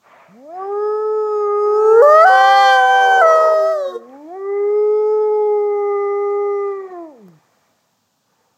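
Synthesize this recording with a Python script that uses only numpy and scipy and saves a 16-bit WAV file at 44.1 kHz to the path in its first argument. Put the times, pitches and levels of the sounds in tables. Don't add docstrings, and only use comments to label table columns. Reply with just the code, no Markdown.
import sys
import numpy as np
from scipy import signal
from scipy.fft import rfft, irfft, next_fast_len
from scipy.io import wavfile
from scipy.ndimage import uniform_filter1d, minimum_filter1d

SR = 44100
rng = np.random.default_rng(int(sys.argv[2]) if len(sys.argv) > 2 else 0)


def amplitude_ratio(level_db):
    exponent = np.asarray(level_db, float) / 20
    return 10 ** exponent


def unload_wav(signal):
    wavfile.write(
        sys.argv[1],
        SR,
        np.round(np.clip(np.atleast_2d(signal).T, -1, 1) * 32767).astype(np.int16),
    )


N = 377937

# (frequency [Hz], relative density [dB per Hz])
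LEAVES_SPECTRUM = [(30, -54), (97, -5.5), (177, -4.5), (256, -3.5), (315, -15), (994, -8.5), (1360, -15.5),
                   (1510, -14), (2120, -26), (2610, -19.5), (3390, -17.5), (6870, -16), (10200, -30.5),
                   (15400, -22.5)]
LEAVES_DB = -64.5
# (time [s], amplitude before the decay [dB], frequency [Hz])
TICKS = [(4.094, -46, 3200), (7.2829, -30, 480)]
# (start [s], length [s], frequency [Hz], level [dB])
FAINT_TONES = [(4.419, 0.27, 992, -59.5), (6.008, .17, 601, -58.5), (6.244, 0.28, 554, -51.5),
               (8.29, .25, 900, -72)]
# (frequency [Hz], time to fall 60 dB [s])
ECHO_T60 = [(300, 0.46), (1000, 0.63), (2200, 1), (4200, 0.15)]

# (start [s], rise [s], hold [s], level while held [dB], fade [dB per s])
BREATHS = [(0.005, .095, .1, -45.5, 70), (7.3, .1, .25, -65, 40)]
# (start [s], rise [s], hold [s], level while held [dB], fade [dB per s])
SOFT_BREATHS = [(0.501, 0.087, 0.05, -47.5, 87), (3.95, 0.17, 0.035, -53, 40),
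                (6.549, .15, 0.21, -52.5, 51.5), (6.95, 0.17, 0.25, -61.5, 22),
                (8.23, 0.0803, .08, -65, 20)]
# (resonance [Hz], width [Hz], relative level [dB])
BREATH_AIRWAY = [(650, 53, -5), (1120, 300, -12.5), (1770, 54, -19.5), (1920, 83, -22), (2320, 130, -20)]
# (resonance [Hz], width [Hz], relative level [dB])
SOFT_BREATH_AIRWAY = [(235, 100, -6), (500, 72, 2), (820, 95, 2), (1200, 87, -3), (1800, 190, -9),
                      (2390, 86, -15)]
BREATH_START_DB, BREATH_END_DB = -24, -24

# (time [s], pitch [Hz], fundamental [dB], overtone lift [dB])
FAR_PITCH = [(1.63, 354.5, -40.5, -1.5), (1.7, 385.3, -36, 0.5), (1.95, 412.7, -23, -1.5),
             (2.06, 425.9, -22, -1), (2.15, 421.6, -23, -5.5), (2.29, 431.7, -26, 1.5),
             (2.296, 525, -18, -4.5), (2.4, 525, -19, 1.5), (2.5, 534.8, -21, -0.5),
             (2.7, 519.3, -21.5, -1.5), (2.8, 508.4, -21.5, 3), (3.0, 498.6, -24, 1),
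             (3.16, 474, -24.5, 0.5), (3.36, 481.4, -25, 2.5), (3.48, 464.5, -26, 6.5),
             (3.55, 466.6, -27.5, -7)]
# (time [s], pitch [Hz], fundamental [dB], overtone lift [dB])
FAR_LOW_PITCH = [(2.95, 400.7, -45, 3), (3.081, 403.7, -33, -2), (3.32, 400, -37, 3.5),
                 (3.56, 405.2, -32, -3.5), (3.64, 396, -26, -4), (3.801, 381, -40.5, 8),
                 (3.96, 359, -33, 0.5), (4.02, 348.5, -50, -20.5)]
# (time [s], pitch [Hz], fundamental [dB], overtone lift [dB], treble trim re the fundamental [dB])
ANSWER_ARCH = [(3.87, 247.4, -52, -3, -16.5), (4.022, 229, -47.5, -0.5, -19),
               (4.258, 310.4, -36.5, -1, -27.5), (4.32, 355.9, -36.5, -1, -31.5),
               (4.36, 383.6, -32, 3, -40.5), (4.5, 399.4, -19.5, -0.5, -59.5),
               (4.77, 419.3, -14, -1, -54.5), (5.14, 429, -13, 0.5, -50.5),
               (5.32, 425.6, -13.5, -1.5, -54.5), (5.76, 410, -17.5, 0.5, -55),
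               (6.0, 403.9, -18.5, 1.5, -46.5), (6.43, 407.7, -18.5, -0.5, -50.5),
               (6.7, 400.1, -20, -3, -46), (6.81, 386.7, -28.5, 1.5, -47), (6.875, 374.1, -34, 1.5, -36),
               (6.9, 368.6, -43, 16.5, -28.5), (6.92, 369.6, -32, 1, -32), (6.96, 350, -33, 6, -38),
               (7.028, 335, -31.5, 2.5, -44.5), (7.1, 302, -42.5, 8, -29.5), (7.158, 241.3, -53, 16, -33),
               (7.258, 184.8, -40.5, 0, -34), (7.39, 141, -54.5, -3, -26)]
# (time [s], pitch [Hz], fundamental [dB], overtone lift [dB], treble trim re the fundamental [dB])
NEAR_REGISTERS = [
    [(0.28, 153.4, -48.5, -13.5, -29), (0.374, 234.5, -45, 5.5, -21.5), (0.48, 308.3, -46, 15.5, -23),
     (0.552, 363.5, -42.5, 15.5, -23.5), (0.6, 380, -34, 13, -42), (0.71, 405, -22, 6, -47.5),
     (0.85, 420.8, -18, 2.5, -45.5), (1.02, 430, -18, 2, -46), (1.174, 431.5, -17, 0.5, -47),
     (1.386, 418.2, -18, 1, -40.5), (1.496, 410.9, -17.5, 4.5, -47.5), (1.722, 419.5, -14.5, 0.5, -40),
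     (1.922, 441.6, -10, -1, -36.5), (2.0, 466.3, -6, -4.5, -41.5)],
    [(2.024, 571, -6, -7.5, -32.5), (2.08, 594.7, -8, 0, -30), (2.212, 647, -8, 3, -27),
     (2.235, 670, -8, 2.5, -25.5)],
    [(2.252, 747, -6.5, -8, -35), (2.272, 757.3, -7.5, -1, -28), (2.5, 786.6, -10, -2, -28.5),
     (2.606, 793.7, -11, -1.5, -27.5), (2.728, 782.3, -12, 4.5, -23), (2.822, 766.2, -12, -1, -28),
     (2.958, 777.5, -12, 1, -26.5), (3.198, 765.4, -12, 0.5, -27.5)],
    [(3.218, 676, -10.5, 3.5, -28.5), (3.24, 653.5, -10.5, -1, -31.5), (3.34, 639, -12.5, 0.5, -25.5),
     (3.608, 629.8, -15, -8, -28), (3.714, 647.7, -16, -8, -26.5), (3.79, 585, -20.5, -9.5, -25.5),
     (3.855, 546.5, -20, -7, -29), (3.888, 542.4, -23.5, -8.5, -24.5), (3.912, 541, -40, 7.5, -11)],
    [(3.925, 469, -41.5, 1.5, -12.5), (3.959, 466.7, -20.5, -15, -28), (3.972, 469.4, -23, -16, -34),
     (3.998, 466, -50, -5.5, -14)],
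]

# (frequency [Hz], level re the fundamental [dB])
FAR_MOUTH = [(740, -12), (850, -3), (940, -12.5), (1030, -1), (1180, -10.5), (1280, -11), (1430, -26),
             (1600, -16.5), (1720, -17), (2000, -36.5), (2150, -52.5)]
# (frequency [Hz], level re the fundamental [dB])
ANSWER_MOUTH_START = [(460, 4), (520, 1), (625, -8.5), (660, -1), (710, 5.5), (760, 1.5), (810, 8.5),
                      (900, -7.5), (980, -18), (1150, -17.5), (1500, -28.5), (1900, -23), (2100, -28.5)]
# (frequency [Hz], level re the fundamental [dB])
ANSWER_MOUTH_EARLY = [(768, -13.5), (790, -25), (805, -19), (850, -24), (950, -12.5), (1150, -18.5),
                      (1185, -12.5), (1205, -22), (1260, -24.5), (1540, -37), (1640, -38.5), (1700, -58),
                      (1920, -27.5), (2015, -23.5), (2100, -35), (2140, -44.5)]
# (frequency [Hz], level re the fundamental [dB])
ANSWER_MOUTH_LATE = [(600, -8.5), (710, -6.5), (745, -14.5), (782, -21), (805, -14), (850, -10.5),
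                     (950, -15), (1100, -15.5), (1205, -9.5), (1240, -22), (1268, -31), (1290, -17.5),
                     (1315, -32), (1450, -29.5), (1640, -48.5), (1690, -50), (1750, -27), (2015, -22),
                     (2140, -41.5)]
# (frequency [Hz], level re the fundamental [dB])
NEAR_MOUTH_EARLY = [(300, -9.5), (480, -11), (730, -3), (830, -17), (960, -23.5), (1085, -31.5), (1160, -7),
                    (1190, -30), (1208, -26), (1222, -16.5), (1290, -14), (1330, -32.5), (1540, -31),
                    (1620, -38), (1670, -29), (1900, -40), (2140, -56)]
# (frequency [Hz], level re the fundamental [dB])
NEAR_MOUTH_SHUT = [(800, -20), (860, -14.5), (930, -18.5), (1240, -10), (1290, -12), (1400, -17),
                   (1660, -38), (1760, -45.5), (1870, -34), (2070, -39), (2140, -54), (2300, -62.5)]
# (frequency [Hz], level re the fundamental [dB])
NEAR_MOUTH_OPEN = [(1070, -15), (1150, -4), (1300, -2), (1650, -22), (1850, -18), (1950, -14),
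                   (2050, -26.5), (2300, -69.5), (2540, -37), (2900, -62.5), (3200, -32.5), (3350, -49)]
# (frequency [Hz], level re the fundamental [dB])
NEAR_MOUTH_WIDE = [(1500, -2), (1590, -10.5), (2260, -46), (2310, -28.5), (2390, -23.5), (3020, -24.5),
                   (3150, -15.5), (3850, -46), (3980, -31.5)]

# (frequency [Hz], relative level [dB])
THROAT_OPEN = [(2410, -3.5), (2860, -23), (3150, -9), (3700, -11.5), (6240, -16), (8270, -26.5),
               (8860, -22.5), (10400, -38), (11800, -41.5), (12700, -33.5), (13700, -28), (15400, -45.5)]
# (frequency [Hz], relative level [dB])
THROAT_SHUT = [(1350, -24.5), (2300, 10), (2470, -3.5), (2800, -22), (3400, -12.5), (4410, -14),
               (5080, -9.5), (6130, -14.5), (6690, -8), (7700, -19), (9440, -15.5), (10100, -28.5),
               (15000, -25.5)]
# (time [s], centre [Hz], lift [dB])
MOUTH_RING = [(0, 5050, 15), (1.8, 2680, 8.5), (2.02, 4790, 5.5), (2.4, 5630, 7), (2.75, 6140, 13),
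              (3.22, 5830, 13.5), (3.36, 5100, 7.5), (3.798, 3740, 19.5), (4.03, 3300, 17), (4.4, 5060, 12),
              (5.718, 5700, 12), (6.62, 2370, 9.5)]
# (time [s], centre [Hz], lift [dB])
CAVITY_RING = [(0, 3700, 4), (1.5, 3550, -7), (2.1, 4520, 10), (2.77, 3900, -5), (4.65, 3500, 11),
               (5.65, 4500, 3)]
# (frequency [Hz], relative level [dB])
RASP = [(60, -62), (290, -21.5), (520, 5), (800, -1), (1200, -8), (1500, -10.5), (2200, -21), (3000, -32.5),
        (6000, -52.5)]
# (frequency [Hz], relative level [dB])
ANSWER_RASP = [(60, -62.5), (220, -22.5), (340, -8.5), (480, 4), (560, -3.5), (650, -12.5), (750, -6.5),
               (950, -17.5), (1200, -19), (2200, -31.5), (6000, -55.5)]
# (frequency [Hz], relative level [dB])
TEETH_HISS = [(1470, -55), (2500, -26), (2910, -14.5), (3090, -7), (3690, -26), (4010, -5), (5650, -5),
              (7840, -7), (9600, -25), (12100, -8.5), (15400, -21)]
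# (centre [s], half length [s], depth [0-1])
FALTERS = [(4.585, 0.17, 0.2), (6.877, 0.08, 0.5)]
# (multiple of the pitch [1], multiple of the difference [1], level re the fundamental [dB])
SIDEBANDS = [(1, 1, -4), (1, 2, -6), (2, -1, -9.5), (2, 1, -7), (2, 2, -12)]
# (time [s], depth [dB])
DOUBLING = [(2.26, -28.5), (2.276, -14), (2.626, -5.5), (2.876, -25.5), (3.1, -26)]
HALF_LINES_DB = [-20, -1, -9]

HALF_UPPER_DB, HALF_UPPER_SHARE = 12, 0.58
GAPE_FROM_HZ, GAPE_OVER_HZ, WIDE_FROM_HZ = 420, 100, 690
SOFT_BELOW_HZ, SOFT_DB_PER_HZ = 340, 0.1
AIRY_FROM_HZ, AIRY_DB = 8600, -11
BREAK_DIP_DB, BREAK_HISS_DB, BREAK_S = -16, 8, .045
RING_GLIDE_S = 0.021
BEAT_START_S, BEAT_RISE_S, BEAT_DB = 2.77, 0.27, -4
CHAOS_FROM_S, CHAOS_RISE_S, CHAOS_DB, CHAOS_HZ = 3.0, .15, -10, 170
WAKE_FROM_S, WAKE_OVER_S = 4.335, .06
SETTLE_FROM_S, SETTLE_OVER_S = 4.88, 0.58
NEAR_SETTLE_FROM_S, NEAR_SETTLE_OVER_S = 0.95, 0.51
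BEND = .02


def evened(x):
    return x / np.sqrt(np.mean(x ** 2) + 1e-20)


def read(points, hz):
    f, value = np.transpose(points)
    return np.interp(np.log(hz + 1), np.log(f + 1), value)


def add(mix, s, sound):
    part = mix[round(s * SR):][:len(sound)]
    part += sound[:len(part)]


def coloured(points, count):
    size = next_fast_len(count)
    shape = amplitude_ratio(read(points, np.fft.rfftfreq(size, 1 / SR)))
    white = rfft(rng.standard_normal(size))
    return evened(irfft(white * shape, size)[:count])


def drift(t, hz):
    knots = np.arange(t[0], t[-1] + 2 / hz, 1 / hz)
    return np.interp(t, knots, rng.standard_normal(len(knots)))


def patchy(x, t, db):
    z = signal.stft(x, nperseg=512)[2]
    patches = rng.standard_normal(z.T.shape)
    patches = uniform_filter1d(patches, size=6, axis=0)
    patches = uniform_filter1d(patches, size=5, axis=1)
    gain = amplitude_ratio(db * evened(patches).T)
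    return evened(signal.istft(z * gain, nperseg=512)[1][:len(t)])


def columns(rows):
    s, *values = np.transpose(rows)
    t = np.arange(s[0], s[-1], 1 / SR)
    return t, [np.interp(t, s, v) for v in values]


def partial(turns, db, t, shimmer):
    height = np.sqrt(2) * amplitude_ratio(db) * (1 + shimmer * drift(t, 90))
    return height * np.cos(2 * np.pi * turns)


def leaves():
    swell_db = 0.7 * drift(np.arange(N) / SR, 2.1)
    return amplitude_ratio(LEAVES_DB + swell_db) * coloured(LEAVES_SPECTRUM, N)


def trunks(x):
    taps = np.zeros(SR)
    at = np.arange(700, SR - 20, 20)
    taps[at + rng.integers(0, 20, len(at))] = rng.choice([-1., 1.], len(at))
    hz, t, z = signal.stft(taps, SR, nperseg=256)
    decay = amplitude_ratio(-60 * t / read(ECHO_T60, hz)[:, None])
    tail = signal.istft(z * decay, SR, nperseg=256)[1]
    return signal.fftconvolve(x, tail / np.linalg.norm(tail))[:N]


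def faint_tone(start, length, hz, db):
    t = np.arange(0, length, 1 / SR)
    turns = np.cumsum(hz * (1 + .02 * drift(t, 30))) / SR
    return start, partial(turns, db, t, .6) * signal.windows.tukey(len(t), .4)


def tick(db, hz):
    t = np.arange(400) / SR
    grit = .2 * rng.standard_normal(400) * np.exp(-t / .001)
    knock = np.sin(2 * np.pi * hz * t) * np.exp(-t / .0009)
    return amplitude_ratio(db) * np.minimum(t / .0004, 1) * (grit - knock)


def breath(start, rise, hold, peak_db, fade_db, airway):
    t = np.arange(start, start + rise + hold - BREATH_END_DB / fade_db, 1 / SR)
    late = t - start - rise
    swell_db = BREATH_START_DB * (np.minimum(late, 0) / rise) ** 2
    db = peak_db + swell_db - fade_db * np.maximum(late - hold, 0)
    hz = np.geomspace(60, 8000, 200)
    shape = sum(amplitude_ratio(d) / np.abs(1 + 2j * (hz - f) / w) for f, w, d in airway)
    shape *= hz ** 2 / (hz ** 2 + 150 ** 2) / np.sqrt(1 + (hz / 3000) ** 6)
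    air = coloured(np.transpose([hz, 20 * np.log10(shape)]), len(t))
    return start, amplitude_ratio(db) * patchy(air, t, 2.5) * signal.windows.tukey(len(t), .05)


def gape_of(t, hz):
    opened = np.clip((hz - GAPE_FROM_HZ) / GAPE_OVER_HZ, 0, 1)
    widened = np.clip(2 * (hz - WIDE_FROM_HZ) / GAPE_OVER_HZ, 0, 1)
    return opened + widened


def shaken(hz):
    fast = np.abs(np.gradient(hz)) > .2
    leap = np.abs(np.gradient(np.log(hz))) * fast / .15
    leap = uniform_filter1d(leap, size=500)
    upset = signal.lfilter([1], [1, -np.exp(-1 / (BREAK_S * SR))], leap)
    return np.minimum(np.roll(upset, -300), 1)


def lift(rows, t, hz, width_hz):
    s, centre_hz, db = np.transpose(rows)[:, :, None]
    begun = np.clip((t - s) / RING_GLIDE_S + .5, 0, 1)
    share = begun - np.append(begun[1:], 0 * begun[:1], axis=0)
    return (share * db * np.exp(-((hz - centre_hz) / width_hz) ** 2)).sum(axis=0)


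def upper(turns, hz, t, first):
    frames, slow_hz = t[::64], hz[::64]
    opening = gape_of(frames, slow_hz)
    gape = np.minimum(opening, 1)
    airy_db = AIRY_DB * np.minimum(2 - opening, 1)
    out = np.zeros(len(t))
    for k in np.arange(first, 36):
        line_hz = k * slow_hz
        db = gape * read(THROAT_OPEN, line_hz) + (1 - gape) * (read(THROAT_SHUT, line_hz) - 2)
        db -= np.maximum(385 - slow_hz, 0) / 6
        db += airy_db * np.clip((line_hz - AIRY_FROM_HZ) / 1500, 0, 1)
        db += lift(MOUTH_RING, frames, line_hz, 200) + lift(CAVITY_RING, frames, line_hz, 380)
        db += 3 * drift(frames, 2.5) + 3.5 * drift(frames, 25)
        height = amplitude_ratio(db) * (line_hz < 15400)
        out += np.interp(t, frames, height) * np.cos(2 * np.pi * (k * turns + rng.random()))
    return out * np.sqrt(hz / 500)


def bright(t, turns, hz, level_db, under_db):
    treble_db, upset = level_db + under_db, shaken(hz)
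    sound = amplitude_ratio(treble_db + 2.5 + BREAK_DIP_DB * upset) * upper(turns, hz, t, first=6)
    hiss = patchy(coloured(TEETH_HISS, len(t)), t, 2.8)
    return sound + amplitude_ratio(treble_db - 10.5 + BREAK_HISS_DB * upset) * hiss


def howl(rows, mouths, opening, jitter, shimmer, rasp, rasp_db, extras):
    t, (hz, level_db, lift_db, *treble) = columns(rows)
    gape = np.minimum(opening(t, hz), len(mouths) - 1)
    shares = [np.maximum(1 - np.abs(gape - i), 0) for i in range(len(mouths))]
    dull_db = SOFT_DB_PER_HZ * np.maximum(SOFT_BELOW_HZ - hz, 0)
    dip_db = BREAK_DIP_DB * shaken(hz)
    levels = [level_db]
    for k in range(2, 6):
        mouth_db = sum(w * read(m, k * hz) for w, m in zip(shares, mouths))
        levels.append(level_db + lift_db + dip_db * (k > 3) - (k - 2) ** 2 * dull_db + mouth_db)
    turns = rng.random() + np.cumsum(hz * (1 + jitter * drift(t, 120))) / SR
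    flutter = sum(depth * np.exp(-((t - s) / half) ** 4) for s, half, depth in FALTERS)
    sound = np.zeros(len(t))
    for k, db in enumerate(levels):
        sound += partial((k + 1) * turns + k * k / 8, db, t, shimmer + flutter * (k > 0))
    effort = np.sqrt(sum(amplitude_ratio(db) ** 2 for db in levels))
    puffs = 1 + 0.13 * np.cos(2 * np.pi * turns)
    sound += amplitude_ratio(rasp_db) * effort * puffs * patchy(coloured(rasp, len(t)), t, 3.4)
    sound += extras(t, turns, hz, level_db, *treble)
    edge = np.clip(np.minimum(t - t[0], t[-1] - t) / 0.0063, 0, 1)
    voice = np.zeros(N)
    add(voice, t[0], sound * edge)
    return voice


def beating(t, turns, hz, level_db):
    s, low_hz = np.transpose(FAR_LOW_PITCH)[:2]
    difference_hz = hz - np.interp(t, s, low_hz)
    beat = np.cumsum(difference_hz * (1 + 0.12 * drift(t, 30))) / SR
    bands = np.zeros(len(t))
    for m, n, side_db in SIDEBANDS:
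        bands += partial(round(m) * turns + round(n) * beat, level_db + BEAT_DB + side_db, t, .45)
    hoarse = np.zeros(len(t))
    for k in (1, 2):
        hoarse += drift(t, CHAOS_HZ) * partial(k * turns + beat / 2, level_db + CHAOS_DB, t, .4)
    mixing = np.clip((t - BEAT_START_S) / BEAT_RISE_S, 0, 1) ** 2
    chaos = np.clip((t - CHAOS_FROM_S) / CHAOS_RISE_S, 0, 1)
    return mixing * bands + chaos * hoarse


def plain(*_):
    return 0


def far_wolf():
    high = howl(FAR_PITCH, [FAR_MOUTH], gape_of, 0.0041, 0.034, RASP, -30.5, beating)
    low = howl(FAR_LOW_PITCH, [FAR_MOUTH], gape_of, 0.0013, .03, RASP, -23.5, plain)
    return high + low


def settling(t, hz):
    woken = np.clip((t - WAKE_FROM_S) / WAKE_OVER_S, 0, 1)
    return woken + np.clip((t - SETTLE_FROM_S) / SETTLE_OVER_S, 0, 1)


def answering_wolf():
    mouths = [ANSWER_MOUTH_START, ANSWER_MOUTH_EARLY, ANSWER_MOUTH_LATE]
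    return howl(ANSWER_ARCH, mouths, settling, 0.0028, .02, ANSWER_RASP, -34.5, bright)


def joined(tables):
    rows = []
    for table in tables:
        if rows:
            last, following = rows[-1], table[0]
            leaning_hz = last[1] + (following[1] - last[1]) / 6
            rows.append((following[0] - .006, leaning_hz, *last[2:]))
        rows += table
    return rows


def near_opening(t, hz):
    settled = np.clip((t - NEAR_SETTLE_FROM_S) / NEAR_SETTLE_OVER_S, 0, 1)
    return settled + gape_of(t, hz)


def near_extras(t, turns, hz, level_db, under_db):
    sound = bright(t, turns, hz, level_db, under_db)
    s, depth = np.transpose(DOUBLING)
    on = (t > s[0]) & (t < s[-1])
    depth_db = np.interp(t[on], s, depth)
    half = np.zeros(on.sum())
    for k, db in enumerate(HALF_LINES_DB):
        half += partial((k + .5) * turns[on], level_db[on] + depth_db + db, t[on], 0.034)
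    upper_db = (level_db + under_db)[on] + HALF_UPPER_DB + HALF_UPPER_SHARE * depth_db
    half += amplitude_ratio(upper_db) * upper(turns[on], hz[on], t[on], first=3.5)
    fade = np.clip((s[-1] - t[on]) / 0.084, 0, 1)
    sound[on] += fade * half
    return sound


def near_wolf():
    mouths = [NEAR_MOUTH_EARLY, NEAR_MOUTH_SHUT, NEAR_MOUTH_OPEN, NEAR_MOUTH_WIDE]
    return howl(joined(NEAR_REGISTERS), mouths, near_opening, .0015, 0.047, RASP, -34.5, near_extras)


def scene():
    far, answer, near = far_wolf(), answering_wolf(), near_wolf()
    for row in FAINT_TONES:
        add(far, *faint_tone(*row))
    for row in SOFT_BREATHS:
        add(answer, *breath(*row, SOFT_BREATH_AIRWAY))
    for row in BREATHS:
        add(near, *breath(*row, BREATH_AIRWAY))
    for s, db, hz in TICKS:
        add(near, s, tick(db, hz))
    echo = trunks(amplitude_ratio(-23) * near + amplitude_ratio(-21) * answer + amplitude_ratio(-17) * far)
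    no_bass = signal.butter(3, 110, "high", fs=SR, output="sos")
    return (signal.sosfilt(no_bass, near + answer + far + echo) + leaves())[None]


def roll_off(x):
    return signal.sosfilt(signal.butter(12, 15600, fs=SR, output="sos"), x)


def record(dry):
    no_rumble = signal.butter(2, 140, "high", fs=SR, output="sos")
    bent = dry + BEND * signal.sosfilt(no_rumble, dry ** 2)
    room = np.minimum(1, .94 / (np.abs(bent) + 1e-9))
    gain = uniform_filter1d(minimum_filter1d(room, size=401), size=201)
    return roll_off(bent * gain)


dry = scene()
out = record(dry)
unload_wav(out)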